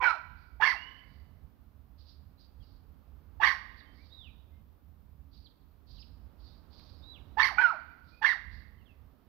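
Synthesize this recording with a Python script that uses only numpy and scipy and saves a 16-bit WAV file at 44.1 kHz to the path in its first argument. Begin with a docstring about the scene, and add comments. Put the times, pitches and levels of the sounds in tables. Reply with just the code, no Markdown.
"""Small dog yapping on a lawn

Six yaps leap up in pitch, break into rasp and drop away: two beating voices, plus noise through resonances.
Between them come thin whines (gliding whistles), nasal hisses (swelling noise) and one snapping twig.
Walls and trees around the yard throw it back as single echoes, quick scatter and a faint tail.
A light wind (gusting low noise) rumbles over a far engine (drifting low sines).
Two microphones: the left hears the dog much more weakly than the right."""
import sys
import numpy as np
from scipy import signal
from scipy.fft import rfft, irfft
from scipy.io import wavfile

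SR = 44100
rng = np.random.default_rng(int(sys.argv[2]) if len(sys.argv) > 2 else 0)


def waveform_to_disk(signal):
    """Save audio, clipped to [-1, 1], as 16-bit WAV at the path in sys.argv[1]."""
    frames = np.transpose(np.atleast_2d(signal))
    scaled = np.clip(frames, -1, 1) * 32767
    samples = np.round(scaled).astype(np.int16)
    wavfile.write(sys.argv[1], SR, samples)


N = 409248
TIME = np.arange(N) / SR

# Low rumble of the wind. Each row: time in seconds, level in dB before the lift set in wind().
WIND_LEVEL = [(0.0, -48.5), (0.1, -61.5), (0.18, -71), (0.26, -53), (0.98, -58.5), (1.11, -50.5),
              (1.44, -56.5), (3.69, -55.5), (3.98, -61), (4.27, -55.5), (5.56, -58), (6.56, -54),
              (8.32, -61), (8.48, -49), (8.86, -56), (9.07, -50.5), (9.2, -81), (9.28, -58)]
# Soft wash from the surroundings. Each row: time in seconds, level in dB before the lift set in wind().
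WASH_LEVEL = [(0.0, -77), (0.8, -67.5), (1.83, -72), (3.9, -67.5), (4.86, -73), (5.74, -71.5),
              (6.46, -66.5), (7.44, -63.5), (7.81, -69), (9.28, -69.5)]
# Colour of the rumble. Each row: frequency in Hz, relative level in dB.
RUMBLE_COLOUR = [(20, -26.5), (35, -8), (50, 3), (76, 5), (100, -6.5), (130, -11), (220, -17), (400, -67.5)]
# Colour of the wash in the outdoor air. Each row: frequency in Hz, relative level in dB.
WASH_COLOUR = [(60, 1), (150, 1), (270, 1.5), (350, -4), (600, -8), (1200, -11), (2000, -22.5), (4800, -29),
               (7000, -43.5)]
# Far engine. Each row: multiple of its firing rate, mean level in dB.
ENGINE_ORDERS = [(1, -62.5), (2, -74.5), (3, -74), (3.6, -72)]
# Colour of the microphone hiss. Each row: frequency in Hz, relative level in dB.
MIC_HISS_COLOUR = [(500, -5), (2000, -0.5), (5000, -5), (8000, -14.5), (11000, -4), (13000, 0),
                   (14300, 10.5), (15000, -1), (16000, -0.5)]
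# The dog in the left microphone relative to the right. Each row: frequency in Hz, level in dB.
LEFT_MIC_COLOUR = [(150, -15), (400, -12.5), (800, -15.5), (1300, -18.5), (2400, -23), (4400, -33),
                   (8000, -25), (15000, -18)]

# Echoes from ground and walls. Each row: delay in seconds, level in dB re the direct sound.
ECHOES = [(.0031, -29), (.0115, -11.5), (.0235, -24.5), (.041, -16.5), (.053, -13.5), (0.077, -23.5),
          (.115, -25.5), (0.211, -40.5)]
# Reverberation of the yard, before stretching. Each row: frequency in Hz, time to fall by 60 dB in seconds.
YARD_DECAY = [(300, .7), (1000, 0.66), (2000, 0.7), (4500, 0.75), (8000, 0.21), (14000, 0.12)]

# A twig snaps in the grass. Each row: time in seconds, level in dB.
TWIG_SNAPS = [(6.796, -43)]
# Colour of the snap. Each row: frequency in Hz, level in dB.
SNAP_COLOUR = [(500, 0), (2000, 0), (4500, -1), (7000, -20), (14000, -17)]
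# Hisses through the nose. Each row: start in seconds, peak level in dB, length in seconds.
SNIFFS = [(0.327, -73.5, 0.25), (1.03, -73, 0.28), (1.969, -64.5, 0.11), (2.044, -63.5, 0.16),
          (2.376, -64.5, 0.11), (2.576, -69, 0.25), (3.756, -66, 0.092), (3.89, -66, 0.39),
          (5.297, -65, 0.2), (5.851, -59.5, 0.26), (6.361, -64, 0.29), (6.691, -58, 0.27),
          (6.818, -69, 0.35), (8.014, -69, 0.26), (8.485, -65, 0.2)]
# Colour of the nose. Each row: frequency in Hz, relative level in dB.
NOSE_COLOUR = [(1500, -29), (2700, -13), (3800, 1.5), (4650, 7), (5300, -5.5), (6000, -16.5), (7000, -35),
               (12000, -37)]
# Whines, gliding whistles. Each row: start in seconds, length in seconds, place of the turning point 0-1,
# pitch in Hz at start, turning point and end, level in dB, level change in dB from start to end.
WHINES = [(0.717, 0.33, 0.57, 2540, 2960, 3040, -51.5, -15.5),
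          (2.086, 0.056, 0.3, 4700, 5300, 4800, -72, -5), (2.37, 0.059, 0.63, 3940, 4200, 3300, -71, 7),
          (2.598, 0.048, 0, 3150, 3300, 2800, -73.5, 5), (3.778, 0.035, 0.23, 4560, 4800, 3300, -62, 29),
          (3.838, .13, 0.5, 3100, 3130, 3000, -73.5, 0), (3.972, 0.075, .9, 2060, 2350, 2400, -66.5, -6),
          (4.092, 0.22, .24, 3370, 3840, 2250, -53.5, -1), (4.508, .07, 0.43, 2148, 2080, 2100, -77.5, 0),
          (5.439, 0.039, 0.13, 4900, 4670, 2950, -59, 0.5), (5.94, 0.063, 0, 4710, 4100, 2500, -65.5, 11.5),
          (5.981, 0.054, 0.48, 3024, 5200, 2270, -55.5, 6), (6.465, 0.094, 0.24, 3790, 3600, 3900, -71, -9),
          (7.011, .185, 0.5, 3490, 3940, 2000, -54.5, -3),
          (8.099, 0.15, 0.68, 2370, 2490, 2100, -64.5, 6.5),
          (8.77, 0.064, 0.14, 3060, 3100, 2600, -75, 5.5), (8.848, .11, .55, 3970, 2620, 2200, -69.5, -14)]

# Yaps, from low register through break and crest to the dropping release. 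Each row: start in seconds;
# break, crest and release in seconds after it; pitch in Hz at onset, break, crest and release;
# tone in dB at onset, break, crest, release and drop; lingering low register in dB, rasp in dB, hiss in dB,
# jaw opening 0-1, overtones in dB re the tone.
BARKS = [(0.0, .047, .068, .112, 1041, 1485, 1495, 1310, -28, -38.5, -31, -27.5, -39.5, -32.5, -24.5, -44.5, .05, -25.5),
         (0.597, .025, .065, .113, 809.7, 1713, 2293, 1955, -28.5, -21.5, -24.5, -26.5, -41, -27, -23, -37.5, .9, -19),
         (3.397, .036, .069, .108, 830, 1900, 2273, 1826, -27.5, -16, -24, -26.5, -48, -28.5, -22, -36.5, .95, -17),
         (7.368, .031, .064, 0.11, 815, 1888, 2274, 1830, -24.5, -16, -20, -34, -37, -28, -24.5, -37, .95, -15),
         (7.567, .015, .053, .134, 752, 1491, 1615, 1291, -39, -25, -26.5, -30, -38.5, -29, -28, -48.5, .05, -29),
         (8.212, .034, .054, .106, 830, 1816, 2188, 1821, -34, -14, -23, -25.5, -48, -43, -26.5, -41, .85, -18)]
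# Throat and muzzle resonances, jaw wide open or half shut.
# Each row: frequency in Hz, width in Hz, relative level in dB.
THROAT_OPEN = [(390, 200, -13), (1145, 290, 1.5), (1714, 420, 3), (2250, 43, -5), (2790, 250, -6),
               (3290, 520, -11)]
THROAT_SHUT = [(990, 290, 1), (1516, 400, -0.5), (1950, 130, -0.5), (2286, 280, -1), (2990, 350, -15.5)]
MUZZLE_OPEN = [(4526, 260, 1), (5300, 750, -7.5), (11500, 2400, -26.5)]
MUZZLE_SHUT = [(4120, 660, -2), (5130, 490, -7), (6850, 630, -19.5), (11200, 1600, -25.5)]
# How the open mouth radiates. Each row: frequency in Hz, level in dB.
MOUTH_RADIATION = [(120, -21.5), (280, -15.5), (400, -2.5), (540, -9), (800, -2.5), (2300, 1.5), (6500, -4),
                   (8500, -15), (10500, -0.5), (15000, -7.5)]

# upper band limit of both microphones
EDGE_HZ = 15700
# the voice takes ATTACK_S to start and about LEAP_S to break upwards
ATTACK_S, LEAP_S = 0.0063, .004
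# it then cracks to CRACK_DB, CRACK_SHARE of the way from break to crest, and climbs from there
CRACK_SHARE, CRACK_DB = .6, -27
# the sag after the crest is quickest at first (1 = straight)
SAG_BEND = .7
# on release the pitch collapses towards SLACK_HZ; the voice stops STOP_S later, the air sooner
SLACK_HZ, DROP_S, STOP_S, AIR_FADE_DB_PER_S = 550.2, 0.025, 0.066, 420.5
# rasp and hiss swell and fade: time of their peak as a share of the time to the crest, and sharpness
RASP_PEAK, RASP_SHARP, HISS_PEAK, HISS_SHARP = .66, 2.8, 1.1, 2.3
# with the jaw half shut the tone rings out as it passes a throat resonance
RING_HZ, RING_WIDTH_HZ, RING_DB = 1444, 75, 12.5
# the low register settles on a pitch that rises as the jaw opens
LOW_SHUT_HZ, LOW_OPEN_HZ = 920, 1081.5
# it lingers under the high one and fades after the crest; the two beat into a sum tone (dB re the low one)
LINGER_FADE_DB_PER_S, SUM_TONE_DB = 171, -15
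# the line at half the pitch (dB re the tone)
DOUBLING_DB = -22


def amp(db):
    """Decibels to gain."""
    return 10 ** (np.asarray(db) / 20)


def unit(x):
    """Scales to rms 1."""
    return x / np.sqrt(np.mean(x ** 2) + 1e-20)


def read(points, hz):
    """Reads a spectrum table on a log-frequency axis."""
    f, value = np.transpose(points)
    return np.interp(np.log(hz + 1), np.log(f + 1), value)


def coloured(x, points):
    """Filters x by a spectrum table."""
    gain = amp(read(points, np.fft.rfftfreq(len(x), 1 / SR)))
    return irfft(rfft(x) * gain, len(x))


def noise(points):
    """Noise of rms 1 with the given spectrum."""
    return unit(coloured(rng.standard_normal(N), points))


def wander(size, hz):
    """Smooth random curve of rms 1, its speeds fading out around hz."""
    f = np.fft.rfftfreq(size, 1 / SR)
    slow = np.exp(-(f / hz) ** 2) * (f > 0)
    return unit(irfft(rfft(rng.standard_normal(size)) * slow, size))


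def swell(t, peak_s, sharp):
    """Rises to 1 at peak_s and fades more slowly."""
    return (t / peak_s * np.exp(1 - t / peak_s)) ** sharp


def add(mix, s, sound):
    """Mixes a sound in at time s."""
    part = mix[max(0, round(s * SR)):][:len(sound)]
    part += sound[:len(part)]


def resonate(x, hz, width):
    """A steep resonance of gain 1 that follows the curve hz: shift down, smooth, shift back up."""
    turn = np.exp(2j * np.pi * np.cumsum(hz) / SR)
    r = np.exp(-np.pi * width / SR)
    smooth = signal.lfilter([(1 - r) ** 2], [1, -2 * r, r * r], x / turn)
    return 2 * (turn * smooth).real


def ring(x, modes):
    """Passes x through a set of resonances side by side; rms 1."""
    return unit(sum(amp(db) * resonate(x, np.full(len(x), hz), width) for hz, width, db in modes))


def wind(rumble_db=4.0, wash_db=7, gust_db=3.2, gust_hz=6):
    """Low rumble in small gusts, and a soft wash from the surroundings."""
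    rumble_level = np.interp(TIME, *np.transpose(WIND_LEVEL)) + rumble_db + gust_db * wander(N, gust_hz)
    wash_level = np.interp(TIME, *np.transpose(WASH_LEVEL)) + wash_db
    return amp(rumble_level) * noise(RUMBLE_COLOUR) + amp(wash_level) * noise(WASH_COLOUR)


def drone(hz=77, drift=0.034, swell_db=3):
    """Low orders of a far engine, drifting in speed and fading in and out."""
    phase = 2 * np.pi * np.cumsum(hz * (1 + drift * wander(N, 2.2))) / SR
    return sum(amp(db + swell_db * wander(N, 1.2)) * np.sin(k * phase) for k, db in ENGINE_ORDERS)


def tail(stretch, start_s):
    """Sparse reflections of energy 1, each band dying at its own speed."""
    taps = rng.standard_normal(SR) * (rng.random(SR) < 3000 / SR)  # about 3000 a second
    hz, t, bands = signal.stft(taps, SR, nperseg=256)
    decay = amp(-60 * t / (stretch * read(YARD_DECAY, hz)[:, None]))
    reflections = signal.istft(bands * decay, SR, nperseg=256)[1][:SR]
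    reflections *= 1 - np.exp(-(TIME[:SR] / start_s) ** 2)
    return reflections / np.linalg.norm(reflections)


def yard(x, near_db=-13, far_db=-22):
    """Direct sound, single echoes, quick scatter from things nearby and a long faint tail."""
    response = amp(near_db) * tail(0.18, 0.0034) + amp(far_db) * tail(1.3, 0.028)
    response[0] += 1
    for delay, db in ECHOES:
        response[round(delay * SR)] += amp(db)
    return signal.fftconvolve(x, response)[:N]


def snap(db):
    """A twig's tiny dry crack: a noise burst that dies within milliseconds."""
    burst = rng.standard_normal(SR // 20) * np.exp(-TIME[:SR // 20] / .0015)
    return amp(db) * coloured(burst, SNAP_COLOUR)


def sniffs(flicker_db=2.0, whistle_db=-5, whistle_hz=4650, whistle_width=450):
    """Air that does not quite whistle hisses through the dog's nose, swelling quickly and fading."""
    flow = np.zeros(N)
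    for s, db, length in SNIFFS:
        add(flow, s, amp(db) * swell(TIME[:SR], .34 * length, 2.5))
    drift = 1 + .025 * wander(N, 40)
    whistle = unit(resonate(rng.standard_normal(N), whistle_hz * drift, whistle_width))
    breath = unit(noise(NOSE_COLOUR) + amp(whistle_db) * whistle)
    return flow * breath * amp(flicker_db * wander(N, 60))


def whine(length, turn, start_hz, turn_hz, end_hz, db, change_db,
          end_bend=1.4, waver=0.0099, octave_db=-42, flutter_db=2.1, soft_ends=.45):
    """A thin, unsteady whistle whose pitch curves to its turning point, then glides to its end and flattens."""
    u = np.arange(0, length, 1 / SR) / length
    turn = np.clip(turn, .01, .99)
    before = np.minimum(u / turn, 1)
    after = np.maximum(u - turn, 0) / (1 - turn)
    hz = turn_hz + (start_hz - turn_hz) * (1 - before) ** 2
    hz += (end_hz - turn_hz) * np.sin(np.pi / 2 * after ** end_bend) ** 2
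    phase = 2 * np.pi * np.cumsum(hz * (1 + waver * wander(len(u), 300))) / SR
    tone = np.sqrt(2) * (np.sin(phase) + amp(octave_db) * np.sin(2 * phase))
    level = amp(db + change_db * (u - .5) + flutter_db * wander(len(u), 74))
    return level * tone * signal.windows.tukey(len(u), soft_ends)


def pitch(t, low, break_s, crack_s, crest_s, release_s, break_hz, crest_hz, release_hz):
    """Follows the low register, leaps to the high one, crests, sags and collapses as tension goes."""
    sag = np.clip((t - crest_s) / (release_s - crest_s), 0, 1) ** SAG_BEND
    high = np.interp(t, [crack_s, crest_s], [break_hz, crest_hz]) + (release_hz - crest_hz) * sag
    tension = np.exp(-(np.maximum(t - release_s, 0) / DROP_S) ** 1.2)
    leap = .5 + .5 * np.tanh(2 * (t - break_s) / LEAP_S)
    return (1 - leap) * low + leap * (SLACK_HZ + (high - SLACK_HZ) * tension)


def voice(hz, low_hz, tone_gain, low_gain, rasp_gain, hiss_gain, wide, overtone_db,
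          jitter=0.033, shimmer=0.55, flutter_hz=260, rattle=0.31,
          low_jitter=0.028, flare_db=14, flare_hz=4480, flare_width=170):
    """A high voiced tone with period doubling over a lower one, rattling rasp in throat, hiss in muzzle."""
    size = len(hz)
    # the more rasp, the less steadily the folds swing
    rough = rasp_gain / (np.hypot(rasp_gain, tone_gain) + 1e-12)
    phase = 2 * np.pi * np.cumsum(hz * (1 + jitter * rough * wander(size, flutter_hz))) / SR
    slaps = wander(size, flutter_hz)
    # overtones flare as they cross the first resonance of the open muzzle
    upper = amp(overtone_db) * (np.sin(2 * phase) + amp(-20.0) * np.sin(3 * phase))
    flare = wide * amp(flare_db) * resonate(upper, np.full(size, flare_hz), flare_width)
    tone = np.sin(phase) + upper + flare
    # every second cycle is weaker: lines appear at half the pitch and at three times that
    tone += amp(DOUBLING_DB) * (np.sin(phase / 2) + amp(-11) * np.sin(3 * phase / 2))
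    low_phase = 2 * np.pi * np.cumsum(low_hz * (1 + low_jitter * wander(size, flutter_hz))) / SR
    low = np.sin(low_phase) + amp(SUM_TONE_DB) * np.sin(low_phase + phase)
    folds = np.sqrt(2) * (1 + shimmer * rough * slaps) * (tone_gain * tone + low_gain * low)
    puffs = rng.standard_normal(size) * np.exp(rattle * slaps)
    rasp = unit(wide * ring(puffs, THROAT_OPEN) + (1 - wide) * ring(puffs, THROAT_SHUT))
    hiss = unit(wide * ring(puffs, MUZZLE_OPEN) + (1 - wide) * ring(puffs, MUZZLE_SHUT))
    return folds + rasp_gain * rasp + hiss_gain * hiss


def bark(break_s, crest_s, release_s, onset_hz, break_hz, crest_hz, release_hz,
         onset_db, break_db, crest_db, release_db, drop_db,
         linger_db, rasp_db, hiss_db, opening, overtone_db):
    """One yap: a low onset, a break upwards, a rough crack, a crest and a falling end."""
    t = np.arange(0, release_s + STOP_S, 1 / SR)
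    wide = np.clip(opening, 0, 1)
    crack_s = break_s + CRACK_SHARE * (crest_s - break_s)
    settled_hz = LOW_SHUT_HZ + wide * (LOW_OPEN_HZ - LOW_SHUT_HZ)
    low_hz = np.interp(t, [0, crack_s], [onset_hz, settled_hz])
    hz = pitch(t, low_hz, break_s, crack_s, crest_s, release_s, break_hz, crest_hz, release_hz)
    stages = [break_s - LEAP_S, break_s + LEAP_S, crack_s, crest_s, release_s, release_s + DROP_S]
    tone_db = np.interp(t, stages, [onset_db, break_db, CRACK_DB, crest_db, release_db, drop_db])
    tone_db += (1 - wide) * RING_DB / (1 + ((hz - RING_HZ) / RING_WIDTH_HZ) ** 2)
    gate = np.minimum(t / ATTACK_S, 1) ** 2 * np.minimum((t[-1] - t) / DROP_S, 1)
    linger = amp(linger_db - LINGER_FADE_DB_PER_S * np.maximum(t - crest_s, 0))
    linger *= np.clip((t - break_s) / LEAP_S, 0, 1)
    air = amp(-AIR_FADE_DB_PER_S * np.maximum(t - release_s, 0))
    rasp = amp(rasp_db) * air * swell(t, RASP_PEAK * crest_s, RASP_SHARP)
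    hiss = amp(hiss_db) * air * swell(t, HISS_PEAK * crest_s, HISS_SHARP)
    return voice(hz, low_hz, amp(tone_db) * gate, linger * air * gate, rasp, hiss, wide, overtone_db)


def scene():
    """The dog in its yard; each microphone gets its own scatter, and the left one is muffled."""
    air = wind() + drone()
    nose = sniffs()
    for s, *shape in WHINES:
        add(nose, s, whine(*shape))
    for s, db in TWIG_SNAPS:
        add(nose, s, snap(db))  # the twig shares the nose's reverberation
    barks = np.zeros(N)
    for s, *shape in BARKS:
        add(barks, s, bark(*shape))
    barks = coloured(barks, MOUTH_RADIATION)
    # the whistles beam away from the microphones, so more of them comes back from the yard
    right = yard(barks, near_db=-11, far_db=-21.5) + yard(nose, near_db=-9.5, far_db=-17.5)
    left = yard(barks, near_db=-7.5, far_db=-23.0) + yard(nose, near_db=-5, far_db=-15.0)
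    left = coloured(left, LEFT_MIC_COLOUR) + amp(-20.0) * air
    left += amp(-72.5) * noise(RUMBLE_COLOUR)  # a rumble of its own
    return np.array([left, right + air])


def record(dry):
    """Faint hiss in both microphones, a little extra wash in the left, and the band limit."""
    left = dry[0] + amp(-77) * noise(MIC_HISS_COLOUR) + amp(-83) * noise(WASH_COLOUR)
    right = dry[1] + amp(-83.0) * noise(MIC_HISS_COLOUR)
    edge = signal.firwin(511, EDGE_HZ, window=("kaiser", 9), fs=SR)
    return signal.oaconvolve(np.array([left, right]), edge[None], "same")


dry = scene()
out = record(dry)
waveform_to_disk(out)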